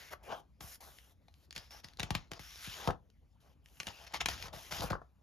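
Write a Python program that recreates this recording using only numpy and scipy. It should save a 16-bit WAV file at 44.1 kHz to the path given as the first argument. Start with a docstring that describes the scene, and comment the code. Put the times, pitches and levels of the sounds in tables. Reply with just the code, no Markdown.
"""A soft slide of paper on paper comes first, then the glossy pages of a thick book are thumbed, lifted and turned
on a wooden table, close to a two-port microphone. Sliding paper is shaped noise with small crackles, page edges
snap off the thumb as clicks with short rattles, and sheets belly and flap down as swells of duller noise.
Each snap also sends a thud, falling in pitch, through book and table; behind it all lie a short room tail,
the low rumble of a quiet room and still air."""
import sys
import numpy as np
from scipy import signal
from scipy.fft import rfft, irfft, next_fast_len
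from scipy.io import wavfile
from scipy.ndimage import uniform_filter1d

SR = 44100
rng = np.random.default_rng(int(sys.argv[2]) if len(sys.argv) > 2 else 0)


def master_out(mix):
    """Clip the mix to full scale and print it as 16-bit PCM to the path in sys.argv[1]."""
    frames = np.transpose(np.atleast_2d(mix))
    ceiling = np.clip(frames, -1, 1)
    pcm = np.round(ceiling * 32767).astype(np.int16)
    wavfile.write(sys.argv[1], SR, pcm)


N = 230466

# Paper or finger sliding on paper: start t/s, length t/s, hiss level/dB at start, hiss level/dB at end,
# belly level/dB over the hiss, fizz level/dB over the hiss
SLIDES = [(0.0, 0.096, -56.5, -60.5, -7, -6.5), (0.106, 0.026, -60.5, -50, 2.5, -6),
          (0.233, 0.17, -68.5, -71.5, -15, 0.5), (0.607, 0.15, -61.5, -60, -32, 4.5),
          (0.807, 0.32, -61.5, -77.5, -1.5, 2.5), (1.216, 0.24, -95, -77, -3, 0.5),
          (1.552, 0.28, -54, -89, -5.5, -9), (1.708, 0.095, -57.5, -63.5, -4.5, -6.5),
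          (1.837, 0.16, -62, -84, -3, -10), (1.99, 0.16, -54, -73, 5.5, -25.5),
          (2.144, 0.17, -50.5, -85, -6.5, -24.5), (2.312, 0.068, -65, -60, 0.5, -16),
          (2.396, 0.28, -56.5, -58, -20, -6), (2.574, 0.075, -65, -53.5, -25, -1),
          (2.643, 0.24, -49.5, -52.5, -24, -7.5), (3.405, 0.13, -77, -82.5, -24, -2.5),
          (3.644, 0.22, -81.5, -66.5, -3, 2.5), (3.86, 0.048, -62, -52, -5.5, -20),
          (3.914, 0.14, -61, -59.5, -3, -9.5), (4.067, 0.011, -54, -52, -9.5, -13.5),
          (4.139, 0.033, -39.5, -46.5, -5.5, -15.5), (4.206, 0.0076, -36, -36, -10, -27),
          (4.09, 0.041, -67, -61.5, -0.5, -19), (4.289, 0.084, -41.5, -54, -10, -10),
          (4.379, 0.092, -53, -50, -36, -11), (4.531, 0.25, -55.5, -61, -8.5, -3.5),
          (4.711, 0.1, -44, -46, -6.5, -8.5), (4.821, 0.063, -45.5, -58, 4, -2),
          (4.903, 0.0039, -43.5, -42.5, 4.5, -11)]
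# A sheet bellies out and drops: peak t/s, belly level/dB, swell rate/(dB/s), fall rate/(dB/s)
FLAPS = [(0.296, -49.5, 502, 231), (0.325, -36.5, 298, 323), (0.612, -54.5, 3000, 145),
         (0.884, -55.5, 500, 400), (2.86, -49.5, 103, 898), (2.879, -36.5, 2498.5, 357),
         (3.464, -68, 273, 159), (4.464, -47.5, 252, 503), (4.537, -51, 904, 213), (4.845, -43.5, 152, 168),
         (4.937, -43, 245, 600), (5.024, -65, 798, 502)]
# Page edges slipping free: t/s, nominal snap level/dB, body level/dB over the snap, thud peak level/dB
SNAPS = [(0.135, -42.5, 14, -57), (0.6069, -32, -4, -51), (0.636, -68, 7, -49), (1.282, -48.5, 2, -86),
         (1.5618, -22.5, -30, -54), (1.5781, -27, -33, -51), (1.8436, -30.5, -37, -50.5),
         (1.9958, -21, -9.5, -39.5), (2.0303, -19.5, -9.5, -38), (2.1052, -19, -3, -30.5),
         (2.15, -16, -2.5, -33.5), (2.3152, -27, -2, -46), (2.393, -33.5, -4, -49.5),
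         (2.6727, -35, -19, -43), (2.8737, -22.5, 7, -28), (2.888, -45, 31.5, -51.5), (2.9, -51, 36.5, -50),
         (2.9054, -33.5, 12, -41.5), (3.8037, -27, -6.5, -62), (3.8686, -23, -27, -50.5),
         (3.8781, -32.5, 3.5, -51.5), (4.1427, -22.5, -2, -69), (4.2127, -21, -1, -55),
         (4.258, -12.5, -5, -51), (4.2854, -17.5, -2.5, -56.5), (4.4392, -41, 1, -49.5),
         (4.456, -56, 10, -66), (4.482, -36.5, -1, -64), (4.535, -49.5, 13.5, -49), (4.562, -43.5, 1, -51),
         (4.7222, -24.5, -4, -47), (4.795, -39, -9, -40), (4.84, -35, 14.5, -37.5),
         (4.908, -37, 16.5, -29.5), (4.93, -43.5, 25.5, -41.5), (4.952, -50.5, 27, -58),
         (5.016, -67.5, 34, -59)]
# Dry creases in the paper: t/s, nominal level/dB
TICKS = [(0.986, -47.5), (1.3408, -56.5), (1.5084, -42), (1.527, -40), (1.886, -47.5), (1.935, -53),
         (1.972, -48), (2.003, -29), (2.3347, -38.5), (2.558, -42.5), (3.1014, -61), (3.6597, -52.5),
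         (3.6866, -61), (3.771, -59), (3.8013, -30), (3.832, -38.5), (3.886, -35.5), (4.124, -47),
         (4.4254, -35), (4.8073, -32.5), (4.92, -41)]
# Spectrum of paper rubbing: f/Hz, level/dB
HISS_SPECTRUM = [(350, -29.5), (800, -3), (1500, 5), (2400, 4.5), (3250, 5), (4200, 2.5), (5500, 3),
                 (6800, -1.5), (8500, -23)]
# Spectrum of the high fizz of sliding: f/Hz, level/dB
FIZZ_SPECTRUM = [(4300, -25.5), (5500, 3), (8000, 0.5), (12000, 4), (14500, 5.5), (16300, -38)]
# Spectrum of the duller rush and slap of a sheet: f/Hz, level/dB
BELLY_SPECTRUM = [(200, -5.5), (480, 2), (650, 5), (750, 7), (1050, 1.5), (1600, -5.5), (2500, -43)]
# Spectrum of snapping edges and creases: f/Hz, level/dB
SNAP_SPECTRUM = [(300, -7), (1000, -12), (2000, 0.5), (3500, -2), (6000, -7), (16500, -23.5)]
# Bending wave in the table: cycles per e-fold of time, start t/s, rise t/s, T60 t/s
TABLE_WAVE = (1.737, 0.0037, 0.012, 0.093)
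# Resonance of the free part of the sheet, moving as it is bent and held: t/s, f/Hz, strength level/dB
SHEET_RESONANCE = [(.105, 1900, 1), (.14, 1830, 8), (.3, 2760, 6), (0.619, 5150, -8), (.72, 5400, -2),
                   (.98, 3130, 0), (1.57, 4940, 1.5), (1.8, 5650, 6), (2.1, 2920, -12.5), (2.44, 5360, 0.5),
                   (2.532, 5780, 1.5), (2.6, 4550, -3.5), (2.74, 3340, -6), (3.949, 2800, -6),
                   (4.221, 1970, -12.5), (4.601, 5780, -12.5), (4.76, 5830, -4.5), (4.918, 1700, -2.5)]
# Decay of the room: f/Hz, T60 t/s
ROOM_T60 = [(300, 0.2), (12000, 0.096)]
# Weight shifting on the table: t/s, rumble level/dB
RUMBLE_LEVEL = [(0, -61.5), (1.298, -66), (2.701, -60.5), (3.1, -64), (4.1, -63.5), (4.3, -46.5),
                (4.6, -64), (4.849, -49), (5.051, -64)]
# Spectrum of the rumble: f/Hz, level/dB
RUMBLE_SPECTRUM = [(25, -13), (62, 6.5), (100, -8), (160, -12.5), (300, -21), (500, -64.5)]
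# Spectrum of the still air: f/Hz, level/dB
AIR_SPECTRUM = [(200, 11.5), (700, 1.5), (1500, -6.5), (5000, -14.5), (16000, -30.5)]
# Likeness of the left and right channels: f/Hz, likeness/1
CHANNEL_LIKENESS = [(60, .95), (1400, .8), (5000, .84), (7600, .98)]
# Level difference of the channels: f/Hz, left over right level/dB
CHANNEL_TILT = [(60, 1.2), (500, 4.2), (4000, 3.6), (7600, 0)]
# Phase by which the left channel leads, before the opposite-phase bands: f/Hz, lead/rad
CHANNEL_LEAD = [(60, .55), (300, 1.1), (600, .5), (2500, 1.0), (5000, .6), (7400, 0), (14000, .25)]
# Edges of the treble bands where left and right are in opposite phase: f/Hz
OPPOSITE_PHASE_EDGES = [7490, 9135, 13240]

GRIP_DB_PER_S, LIFT_DB_PER_S = 4496, 1504  # how fast a slide sets in and lets go
REST_DB = -94  # constant faint floor under the slides and flaps
FLAP_HISS_DB, FLAP_FIZZ_DB = -17, -53.5  # over the belly
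CRACKLE_PER_S, CRACKLE_DB = 350, -12.5  # small creases under a slide, level over the hiss
CRACKLE_SPREAD_DB, TICK_T60_S = 4, 0.01
ROOM_DB, AIR_DB = -11.0, -76.5
BASS_CUT_HZ, EDGE_HZ = 42, 16600


def strokes():
    """Sliding paper hisses and fizzes; the bellying sheet adds a duller, lumpier rush."""
    hiss_level, fizz_level, belly_level = stroke_levels()
    contact = flutter(width=60, depth_db=1.5)
    hiss = evened(colour(pair(patchy_db=2.0), HISS_SPECTRUM))
    fizz = evened(colour(pair(patchy_db=1.5), FIZZ_SPECTRUM))
    lumpy = pair(patchy_db=3.0) * flutter(width=25, depth_db=3.5)
    rush = evened(colour(lumpy, BELLY_SPECTRUM)) * flutter(width=150, depth_db=0.5)
    sliding = contact * (hiss_level * hiss + fizz_level * fizz)
    return sliding + belly_level * rush + crackle(hiss_level)


def stroke_levels():
    """Slides and flaps add in power, giving the moving levels of hiss, fizz and belly."""
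    power = np.full((3, N), gain_of(REST_DB) ** 2)
    for start, length, start_db, end_db, belly_db, fizz_db in SLIDES:
        slide = tent(start, start + length, start_db, end_db, GRIP_DB_PER_S, LIFT_DB_PER_S)
        power += (gain_of([[0], [fizz_db], [belly_db]]) * slide) ** 2
    for peak, db, swell, fall in FLAPS:
        flap = tent(peak, peak, db, db, swell, fall)
        power += (gain_of([[FLAP_HISS_DB], [FLAP_FIZZ_DB], [0]]) * flap) ** 2
    return np.sqrt(power)


def crackle(hiss_level):
    """Creases pop: a few large ones stand alone, a random swarm of small ones rides on every slide."""
    size = gain_of(CRACKLE_SPREAD_DB * np.minimum(rng.exponential(1, N), 4))
    pops_now = rng.random(N) < CRACKLE_PER_S / SR
    swarm = evened(size * pops_now) * gain_of(CRACKLE_DB) * hiss_level
    swarm = swarm * rng.choice([-1., 1.], N)
    ticks = np.zeros(N)
    for s, db in TICKS:
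        ticks[round(s * SR)] = gain_of(db)
    decay = gain_of(-60 * np.arange(SR // 20) / SR / TICK_T60_S)
    burst = signal.oaconvolve(ticks, decay)[:N] * pair(patchy_db=0)
    return colour(burst + swarm, SNAP_SPECTRUM)


def snaps():
    """Each slip is a tick, a short uneven rattle of the edge, and a knock into the table."""
    bright, dull, knock, tick, slap = np.zeros((5, N + SR))
    t = np.arange(SR // 4) / SR
    rattle = 0.35 * (1 - np.exp(-t / 0.00093)) * gain_of(-60 * t / 0.024)
    slow_rattle = uniform_filter1d(rattle, size=100)  # the body moves slower
    for s, db, body_db, thud_db in SNAPS:
        at = round(s * SR)
        snap_gain, body_gain = gain_of(db), gain_of(db + body_db)
        bright[at:at + len(t)] += snap_gain * rattle
        dull[at:at + len(t)] += body_gain * slow_rattle
        tick[at + 50] += 1.17 * snap_gain  # the edge lets go at once
        slap[at + 50] -= 1.83 * body_gain
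        knock[at + 40] += gain_of(thud_db)
    grain = pair(patchy_db=0) * flutter(width=40, depth_db=1.5)
    edge = colour(bright[:N] * grain + tick[:N], SNAP_SPECTRUM)
    body = colour(dull[:N] * pair(patchy_db=2) + slap[:N], BELLY_SPECTRUM)
    return edge + body + signal.oaconvolve(knock, thud())[:N]


def thud():
    """A bending wave through the table, of peak 1: the high part arrives first, so the thud falls in pitch."""
    cycles, start, rise, t60 = TABLE_WAVE
    t = np.arange(SR // 4) / SR
    envelope = (1 - np.exp(-t / rise)) * gain_of(-60 * t / t60)
    wave = envelope * np.sin(2 * np.pi * cycles * np.log(1 + t / start))
    return wave / abs(wave).max()


def sheet(x, width_hz):
    """The free part of the sheet rings: its moving resonance is shifted to zero, smoothed twice, shifted back."""
    s, hz, db = np.transpose(SHEET_RESONANCE)
    t = np.arange(N) / SR
    turn = np.exp(2j * np.pi * np.cumsum(np.interp(t, s, hz)) / SR)
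    r = np.exp(-np.pi * width_hz / SR)
    smooth = signal.lfilter([(1 - r) ** 2], [1, -2 * r, r ** 2], x / turn + 1e-18)
    ring = 2 * (turn * smooth).real
    return gain_of(np.interp(t, s, db)) * ring


def room(x):
    """Sparse taps of random sign, each band dying at its own speed, its left-right likeness set by frequency."""
    taps = np.zeros((2, SR // 2))
    slots = np.arange(200, SR // 2 - 20, 20)  # one tap in every 20 samples
    at = slots + rng.integers(0, 20, (2, len(slots)))
    np.put_along_axis(taps, at, rng.choice([-1., 1.], at.shape), 1)
    hz, t, z = signal.stft(taps, SR, nperseg=256)
    same = np.clip(read(CHANNEL_LIKENESS, hz), 0, 1)[:, None] ** 4
    z[1] = same * z[0] + np.sqrt(1 - same ** 2) * z[1]
    decay = gain_of(-60 * t / read(ROOM_T60, hz)[:, None])
    tail = signal.istft(z * decay, SR, nperseg=256)[1]
    tail = tail / np.linalg.norm(tail[0])
    return signal.fftconvolve(x.mean(0)[None], tail, axes=1)[:, :N]


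def rumble():
    """Lumpy low vibration of table and building, as shaped noise."""
    s, db = np.transpose(RUMBLE_LEVEL)
    low = evened(colour(pair(patchy_db=1.0), RUMBLE_SPECTRUM)) * flutter(width=1500, depth_db=1.0)
    return low * gain_of(np.interp(np.arange(N) / SR, s, db))


def still_air():
    """Steady, patchy noise with a falling spectrum."""
    return gain_of(AIR_DB) * evened(colour(pair(patchy_db=4.5), AIR_SPECTRUM))


def gain_of(db):
    """Decibels to gain."""
    return 10 ** (np.asarray(db) / 20)


def evened(x):
    """Scaled to rms 1."""
    return x / np.sqrt(np.mean(x ** 2) + 1e-20)


def read(points, hz):
    """A table over frequency, read on a log-frequency axis."""
    f, value = np.transpose(points)
    return np.interp(np.log(hz + 1), np.log(f + 1), value)


def colour(x, points):
    """Causal minimum-phase filter with the given spectrum shape, so that attacks stay sharp."""
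    hz = abs(np.fft.fftfreq(8192, 1 / SR))
    log_gain = np.log(gain_of(read(points, hz)))
    taps = np.fft.ifft(np.exp(np.conj(signal.hilbert(log_gain)))).real[:4096]
    return signal.oaconvolve(x, taps[None] / np.linalg.norm(taps), axes=1)[:, :N]


def pair(patchy_db):
    """White noise in two channels, their likeness set by frequency, with drifting patches."""
    frames, hz = N // 128 + 5, np.fft.rfftfreq(512, 1 / SR)
    a, b, c, d, patches = rng.standard_normal((frames, 257, 5)).T
    patches = uniform_filter1d(patches, size=6, axis=0)  # along frequency
    patches = evened(uniform_filter1d(patches, size=14, axis=1))  # along time
    same = np.clip(read(CHANNEL_LIKENESS, hz), 0, 1)[:, None]
    left = a + 1j * b
    right = same * left + np.sqrt(1 - same ** 2) * (c + 1j * d)
    z = np.array([left, right]) * gain_of(patchy_db * patches)
    return evened(signal.istft(z, nperseg=512, noverlap=384)[1][:, :N])


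def flutter(width, depth_db):
    """Random unevenness of level, changing within the given number of samples."""
    wobble = uniform_filter1d(uniform_filter1d(rng.standard_normal(N), width), width)
    return evened(gain_of(depth_db * evened(wobble)))


def tent(start, end, start_db, end_db, rise, fall):
    """A level that climbs at one rate, glides from start to end, and drops at another (rates in dB/s)."""
    t = np.arange(N) / SR
    glide_db = np.interp(t, [start, end + 1e-4], [start_db, end_db])
    return gain_of(glide_db - rise * np.maximum(start - t, 0) - fall * np.maximum(t - end, 0))


def scene():
    """Book sounds, their room tail, rumble and still air."""
    paper = strokes() + snaps()
    book = paper + sheet(paper, width_hz=1120)
    return book + gain_of(ROOM_DB) * room(book) + rumble() + still_air()


def record(dry):
    """The two channels differ in level and phase, with opposite phase in some treble bands;
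    deep bass and top treble are cut."""
    size = next_fast_len(N + 4096)
    hz = np.fft.rfftfreq(size, 1 / SR)
    half_turns = sum(np.pi / (1 + np.exp((edge - hz) / 100)) for edge in OPPOSITE_PHASE_EDGES)
    lead = read(CHANNEL_LEAD, hz) - half_turns
    left = gain_of(read(CHANNEL_TILT, hz) / 2) * np.exp(.5j * lead)  # half the difference goes to each side
    bass_cut = 1 / np.sqrt(1 + (BASS_CUT_HZ / (hz + 1)) ** 8)
    stereo = irfft(rfft(dry, size) * bass_cut * np.array([left, 1 / left]), size)[:, :N]
    band_limit = signal.firwin(511, EDGE_HZ, window=("kaiser", 9), fs=SR)
    return signal.oaconvolve(stereo, band_limit[None], "same")


dry = scene()
out = record(dry)
master_out(out)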